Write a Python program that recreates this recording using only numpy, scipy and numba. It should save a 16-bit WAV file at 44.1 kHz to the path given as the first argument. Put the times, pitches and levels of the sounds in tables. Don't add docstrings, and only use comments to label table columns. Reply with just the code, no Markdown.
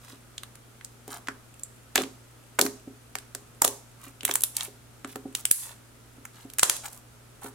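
import sys
import numpy as np
from scipy import signal
from scipy.fft import rfft, irfft
from scipy.io import wavfile
from numba import njit

SR = 44100
rng = np.random.default_rng(int(sys.argv[2]) if len(sys.argv) > 2 else 0)


def log_audio(samples):
    frames = np.atleast_2d(samples).T
    limited = np.clip(frames, -1, 1)
    pcm = np.round(limited * 32767).astype(np.int16)
    wavfile.write(sys.argv[1], SR, pcm)


N = 332514
EVENT_SAMPLES = 6144

# start_s, pocket_hz, pocket_db, snap_db
POPS = [(0.3804, 3330, -9.5, -43), (.434, 2460, -15.5, -20.5), (.5548, 2000, -28.5, -27.5),
        (.811, 2040, -21.5, -70), (0.8468, 3200, -25, -14), (1.079, 1500, -26, -23),
        (1.2723, 2030, -15.5, -27), (1.2851, 1460, -4, -24), (1.5955, 2660, -39, -25),
        (1.6346, 3360, -63, -9), (1.9568, 2320, 1.5, 3.5), (1.9597, 1940, 4.5, -22), (1.978, 3400, 4, -17),
        (2.019, 1730, -38, -10), (2.036, 3040, -11.5, -34), (2.589, 1340, 3, -9), (2.5923, 1360, 3, -0.5),
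        (2.6129, 3520, -0.5, 8.5), (2.664, 1370, -9, -10), (3.1539, 2260, -6, -10.5),
        (3.186, 3560, -16, -17), (3.3497, 1790, -16.5, -9.5), (3.6193, 860, 1, 9), (3.645, 2600, -6.5, -2),
        (3.648, 910, 0, 8), (3.6778, 2370, -13, -1), (4.2082, 2700, -14, -42), (4.2322, 2560, -15, -25),
        (4.2512, 2900, -2, 2), (4.279, 2310, -9.5, -19), (4.2943, 1430, -6.5, -21), (4.312, 3080, -1, -13),
        (4.339, 2690, -19, -5), (4.3554, 1570, -5.5, 3), (4.4075, 2950, -24, -10), (4.42, 2780, -28, -9),
        (4.4363, 3080, -1.5, 5), (4.5674, 2900, -16, -0.5), (4.608, 3730, -4.5, -11),
        (5.0467, 1480, -11.5, -25), (5.158, 1570, -14.5, -17), (5.351, 3270, -3.5, -5),
        (5.4532, 3000, -2, 0.5), (5.5123, 2300, 5.5, 22.5), (6.2529, 1720, -17.5, -19),
        (6.5, 3080, -25, -22), (6.5357, 2750, -29, -20), (6.5853, 1900, -11, -2.5), (6.5943, 2300, -4, 3),
        (6.6315, 865, 2.5, -5), (6.6315, 1406, 13, 20), (6.6328, 3200, 14.5, 8), (6.6974, 3300, 8, 10),
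        (6.766, 3400, -17.5, -13)]


def undb(db):
    return 10 ** (np.asarray(db) / 20)


def unit(x):
    return x / np.sqrt(np.sum(x ** 2, axis=-1, keepdims=True) + 1e-18)


def unit_stereo(x):
    return x / np.sqrt(np.sum(x ** 2) / 2)


def add(track, start_s, sound):
    i = int(np.clip(start_s * SR, 0, N - 1))
    track[..., i:i + sound.shape[-1]] += sound[..., :N - i]


def band(x, hz, q):
    w = 2 * np.pi * min(hz, .42 * SR) / SR
    a = np.sin(w) / (2 * q)
    return signal.lfilter([a, 0, -a], [1 + a, -2 * np.cos(w), 1 - a], x)


def coloured(x, curve):
    hz, db = np.transpose(curve)
    f = np.fft.rfftfreq(N, 1 / SR) + 1
    return irfft(rfft(x) * undb(np.interp(np.log(f), np.log(hz), db)), N)


def fade(t, t60_s):
    return np.exp(-np.log(1000) * t / t60_s)


def ring(hz, t60_s, glide=0):
    t = np.arange(EVENT_SAMPLES) / SR
    pitch_hz = hz * (1 + glide * np.minimum(t / t60_s, 1))
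    return np.sin(2 * np.pi * np.cumsum(pitch_hz) / SR) * fade(t, t60_s)


def crackle(samples, per_s, spread_db):
    fires = rng.random(samples) < per_s / SR
    strength = np.minimum(rng.exponential(size=samples), 3)
    return fires * undb(spread_db * strength) * rng.choice([-1, 1], samples)


def reflected(x):
    # delay_s, spread_s, left_db, right_db
    reflections = [(.0009, 0.0016, -2, -6.5), (.0020, 0.0005, -8, 0), (.0032, 0.0033, -12, -15),
                   (.0070, .002, -10.5, -25.5), (.009, 0.028, -13.5, -11.5)]
    t = np.arange(EVENT_SAMPLES) / SR
    response = np.zeros((2, EVENT_SAMPLES))
    for delay_s, spread_s, *sides_db in reflections:
        age_s = t - delay_s * rng.uniform(.85, 1.15)
        envelope = (age_s > 0) * np.exp(-2 * np.abs(age_s) / spread_s)
        scatter = rng.standard_normal((2, EVENT_SAMPLES)) ** 3 * envelope
        response += undb(sides_db)[:, None] * unit(scatter)
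    response[[0, 1], rng.integers(3, size=2)] += 1
    return signal.fftconvolve(x[None], unit_stereo(response), axes=1)


def background(air_db=-54.5, widen_hz=900, bass_width=0.52, waver_hz=0.13):
    # freq_hz, relative_density_db
    air_curve = [(15, -62), (25, -7.5), (70, -10), (123, -5.5), (145, -8), (175, -12), (242, -8),
                 (516, -13), (1070, -18.5), (1290, -14.5), (1700, -20), (5000, -26.5), (9320, -24),
                 (14000, -30), (16000, -38)]
    # pitch_hz, level_db
    partials = [(59.2, -66.5), (118.6, -57), (237.2, -68.5)]
    f, t = np.fft.rfftfreq(N, 1 / SR) + 1, np.arange(N) / SR
    mid, side = rfft(coloured(rng.standard_normal((2, N)), air_curve))
    width = bass_width + (1 - bass_width) * f / (f + widen_hz)
    air = unit(irfft(mid + np.array([[1], [-1]]) * width * side, N)) * np.sqrt(N) * undb(air_db)
    drift = np.interp(t, np.arange(20) / 2, rng.standard_normal(20))
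    warped_s = t + waver_hz * drift / partials[0][0] / 2
    hum = sum(np.sqrt(2) * undb(db) * np.sin(2 * np.pi * hz * warped_s) for hz, db in partials)
    return air + hum


def squelches(per_s=400, spread_db=7, bubble_hz=1500, scatter_octaves=0.93, low_cut_hz=750,
              fizz_hz=8000):
    # middle_s, length_s, bubbles_db, fizz_db
    folds = [(0.092, .18, -51, -66), (1.136, .125, -41.5, -48), (1.995, 0.1, -35, -62),
             (2.657, 0.043, -54, -37), (4.053, 0.13, -52.5, -54), (4.318, .11, -47, -41.5),
             (4.61, 0.16, -38.5, -48.5), (5.105, 0.078, -51, -52.5), (5.387, 0.055, -53, -45.5),
             (5.655, 0.19, -45.5, -56), (6.39, 0.13, -54.5, -61), (6.86, 0.061, -38.5, -43.5),
             (6.939, .13, -54.5, -52), (7.455, 0.087, -42.5, -52)]
    # pitch_ratio, share_db
    swarm = [(.62, -3), (.98, 1.5), (1.55, 1), (2.3, 1), (3.2, -10)]
    near, source = np.zeros((2, N)), np.zeros(N)
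    low_cut = signal.butter(4, low_cut_hz, "highpass", fs=SR, output="sos")
    for middle_s, length_s, bubbles_db, fizz_db in folds:
        samples = int(length_s * SR)
        swell = np.sin(np.pi * np.arange(samples) / samples) ** 0.89
        bubbles = 0
        for pitch_ratio, share_db in swarm:
            hz = bubble_hz * pitch_ratio * 2 ** (scatter_octaves * rng.standard_normal())
            bursts = swell * crackle(samples, per_s, spread_db)
            bubbles += undb(share_db) * unit(band(band(bursts, hz, q=1.6), hz, q=0.1))
        fizz = band(swell * crackle(samples, per_s, spread_db), fizz_hz, q=1.0)
        wet = undb(bubbles_db) * unit(bubbles) + undb(fizz_db) * unit(fizz)
        fold = np.sqrt(samples / 2) * signal.sosfilt(low_cut, wet)
        add(near, middle_s - length_s / 2, reflected(fold))
        add(source, middle_s - length_s / 2, fold)
    return near, source


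def ticks(low_db=-30, high_db=-35):
    releases = crackle(N, per_s=9, spread_db=4)
    low, high = band(releases, hz=2800, q=6.1), band(releases, hz=8000, q=3.5)
    return undb(low_db) * low + undb(high_db) * high


def thuds(trim_db=0.5, t60_cycles=12, rise_cycles=0.9, table_db=-3, reach_octaves=0.84, slap_db=-13):
    # time_s, pitch_hz, energy_db
    presses = [(0.129, 259, -26), (1.079, 343, -18), (1.284, 282, -15.5), (1.957, 329, -11.5),
               (2.874, 274, -15), (3.154, 700, -19), (3.35, 467, -23), (4.069, 266, -24), (4.235, 313, -20),
               (4.68, 378, -23.5), (5.046, 278, -14.5), (5.158, 340, -13.5), (5.254, 270, -10.5),
               (6.18, 250, -26.5), (6.45, 258, -19), (7.446, 331, -16)]
    # mode_hz, t60_s, mode_db
    modes = [(249, 0.8, -4), (268.3, 0.22, 5), (385, 0.099, -2), (410.4, 0.17, 2), (542, 0.11, -0.5),
             (754, 0.047, 5)]
    out, t = np.zeros(N), np.arange(EVENT_SAMPLES) / SR
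    for time_s, hz, energy_db in presses + gulps():
        push = 1 - np.exp(-(t * hz / rise_cycles) ** 2)
        pocket = unit(push * ring(hz, t60_cycles / hz, glide=0.035))
        table = 0
        for mode_hz, t60_s, mode_db in modes:
            detuning = np.log2(mode_hz / hz) / reach_octaves
            table += undb(mode_db) / (1 + detuning ** 2) * unit(push * ring(mode_hz, t60_s))
        splash = push * rng.standard_normal(EVENT_SAMPLES) * fade(t, t60_s=0.076)
        slap = unit(band(splash, hz=700, q=6.1))
        thud = unit(pocket + undb(table_db) * table + undb(slap_db) * slap)
        add(out, time_s - rise_cycles / hz / 2, undb(energy_db + trim_db) * thud)
    return out


def pops(trim_db=1, slack_hz=7730, tight_hz=9950, tear_s=0.00027, tear_db=-7,
         creak_s=0.0011, creak_db=-18):
    # start_s, end_s
    fists = [(4.22, 4.5), (5.3, 5.6)]
    near, source = np.zeros((2, N)), np.zeros(N)
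    lead_samples = EVENT_SAMPLES // 16
    t = (np.arange(EVENT_SAMPLES) - lead_samples) / SR
    for start_s, pocket_hz, pocket_db, snap_db in POPS:
        tight = any(begin_s < start_s < end_s for begin_s, end_s in fists)
        snap_hz = tight_hz if tight else slack_hz
        grit = rng.standard_normal(EVENT_SAMPLES)
        tear = undb(tear_db) * unit(grit * (t > 0) * np.exp(-np.abs(t) / tear_s))
        creak = undb(creak_db) * unit(grit ** 3 * (t < 0) * np.exp(-np.abs(t) / creak_s))
        burst = (t == 0) + tear + creak
        paths = reflected(np.ones(1))
        gentle_db, uneven_db = max(-max(pocket_db, snap_db), 0), abs(pocket_db - snap_db)
        q = 1.235 * 2 ** (-0.02 * gentle_db + 0.033 * uneven_db)
        for hz, db, polarity in ((pocket_hz, pocket_db, -1), (snap_hz, snap_db, 1)):
            sound = polarity * band(band(burst, hz, q), hz, 0.14 * q)
            heard = signal.fftconvolve(sound[None], paths, axes=1)
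            add(near, start_s - lead_samples / SR, undb(db + trim_db) * unit_stereo(heard))
            add(source, start_s - lead_samples / SR, undb(db + trim_db) * unit(sound))
    return near, source


def overload_thumps(base_db=-36, db_per_pop_db=1.63):
    impulses = np.zeros(N)
    for start_s, _, pocket_db, snap_db in POPS:
        add(impulses, start_s, undb([base_db + db_per_pop_db * max(pocket_db, snap_db)]))
    thump = unit(band(signal.unit_impulse(EVENT_SAMPLES), hz=240, q=0.31))
    return signal.fftconvolve(impulses, thump)[:N]


def gulps(count=3):
    # start_s, length_s, first_hz, last_hz, first_db, last_db
    collapses = [(1.983, 0.047, 456, 266, -3.5, -11.5), (2.594, 0.055, 480, 268, -3, -4.5),
                 (3.618, .058, 855, 500, -7.5, -12), (4.29, 0.00648, 836, 472, -12, -17)]
    rows = []
    for start_s, length_s, first_hz, last_hz, first_db, last_db in collapses:
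        for progress in np.linspace(0, 1, count):
            pitch_hz = first_hz * (last_hz / first_hz) ** progress
            energy_db = first_db + (last_db - first_db) * progress
            rows.append((start_s + length_s * progress, pitch_hz, energy_db))
    return rows


def room(x, build_s=0.0026, widen_hz=700):
    # centre_hz, t60_s, level_db
    bands = [(150, 0.48, -9), (295, 0.39, -5.5), (700, 0.42, -8.5), (1380, 0.27, -11.5),
             (3000, 0.33, -15.5), (5400, 0.43, -12.5), (8000, 0.38, -14), (10200, 0.31, -12.5),
             (16700, .33, -18)]
    samples = SR * 3 // 4
    t, f = np.arange(samples) / SR, np.fft.rfftfreq(samples, 1 / SR) + 1
    mid, side = rfft(rng.standard_normal((2, samples)))
    width = f / (f + widen_hz)
    field = (mid + np.array([[1], [-1]]) * width * side) / np.sqrt(1 + width ** 2)
    log_centres, response = np.log([row[0] for row in bands]), 0
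    for selector, (_, t60_s, level_db) in zip(np.eye(len(bands)), bands):
        envelope = unit(fade(t, t60_s) * (1 - np.exp(-(t / build_s) ** 2)))
        noise = irfft(field * np.interp(np.log(f), log_centres, selector), samples)
        response += undb(level_db) * envelope * noise
    return signal.fftconvolve(x[None], response, axes=1)[:, :N]


def scene(right_db=1.08, thud_send_db=-3):
    # freq_hz, gain_db
    mic_curve = [(500, 4.5), (900, 2.5), (1350, 2.5), (2200, -2.5), (3800, -0.5), (5200, -4.5), (7800, 2),
                 (10500, 3.5), (13000, 4), (16000, 4.5)]
    near_pops, pop_source = pops()
    near_folds, fold_source = squelches()
    thudding, ticking = thuds(), ticks()
    near = near_pops + near_folds + thudding + overload_thumps() + reflected(ticking)[:, :N]
    tail = room(pop_source + fold_source + ticking + undb(thud_send_db) * thudding)
    return coloured(near + tail, mic_curve) * undb([0, right_db])[:, None] + background()


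@njit
def follow(x, attack_s, release_s):
    out, level = np.empty(len(x)), 0.
    for i in range(len(x)):
        level += (x[i] - level) / (SR * (attack_s if x[i] > level else release_s))
        out[i] = level
    return out


def record(dry, limit_db=-4, asymmetry=0.079, top_hz=16200):
    peak = follow(np.abs(dry).max(axis=0), attack_s=0.00056, release_s=0.075)
    limited = np.clip(dry / np.maximum(1, peak / undb(limit_db)), -1, 1)
    lopsided = limited - asymmetry * limited ** 4
    return signal.sosfilt(signal.ellip(10, .2, 85, top_hz, fs=SR, output="sos"), lopsided)


dry = scene()
out = record(dry)
log_audio(out)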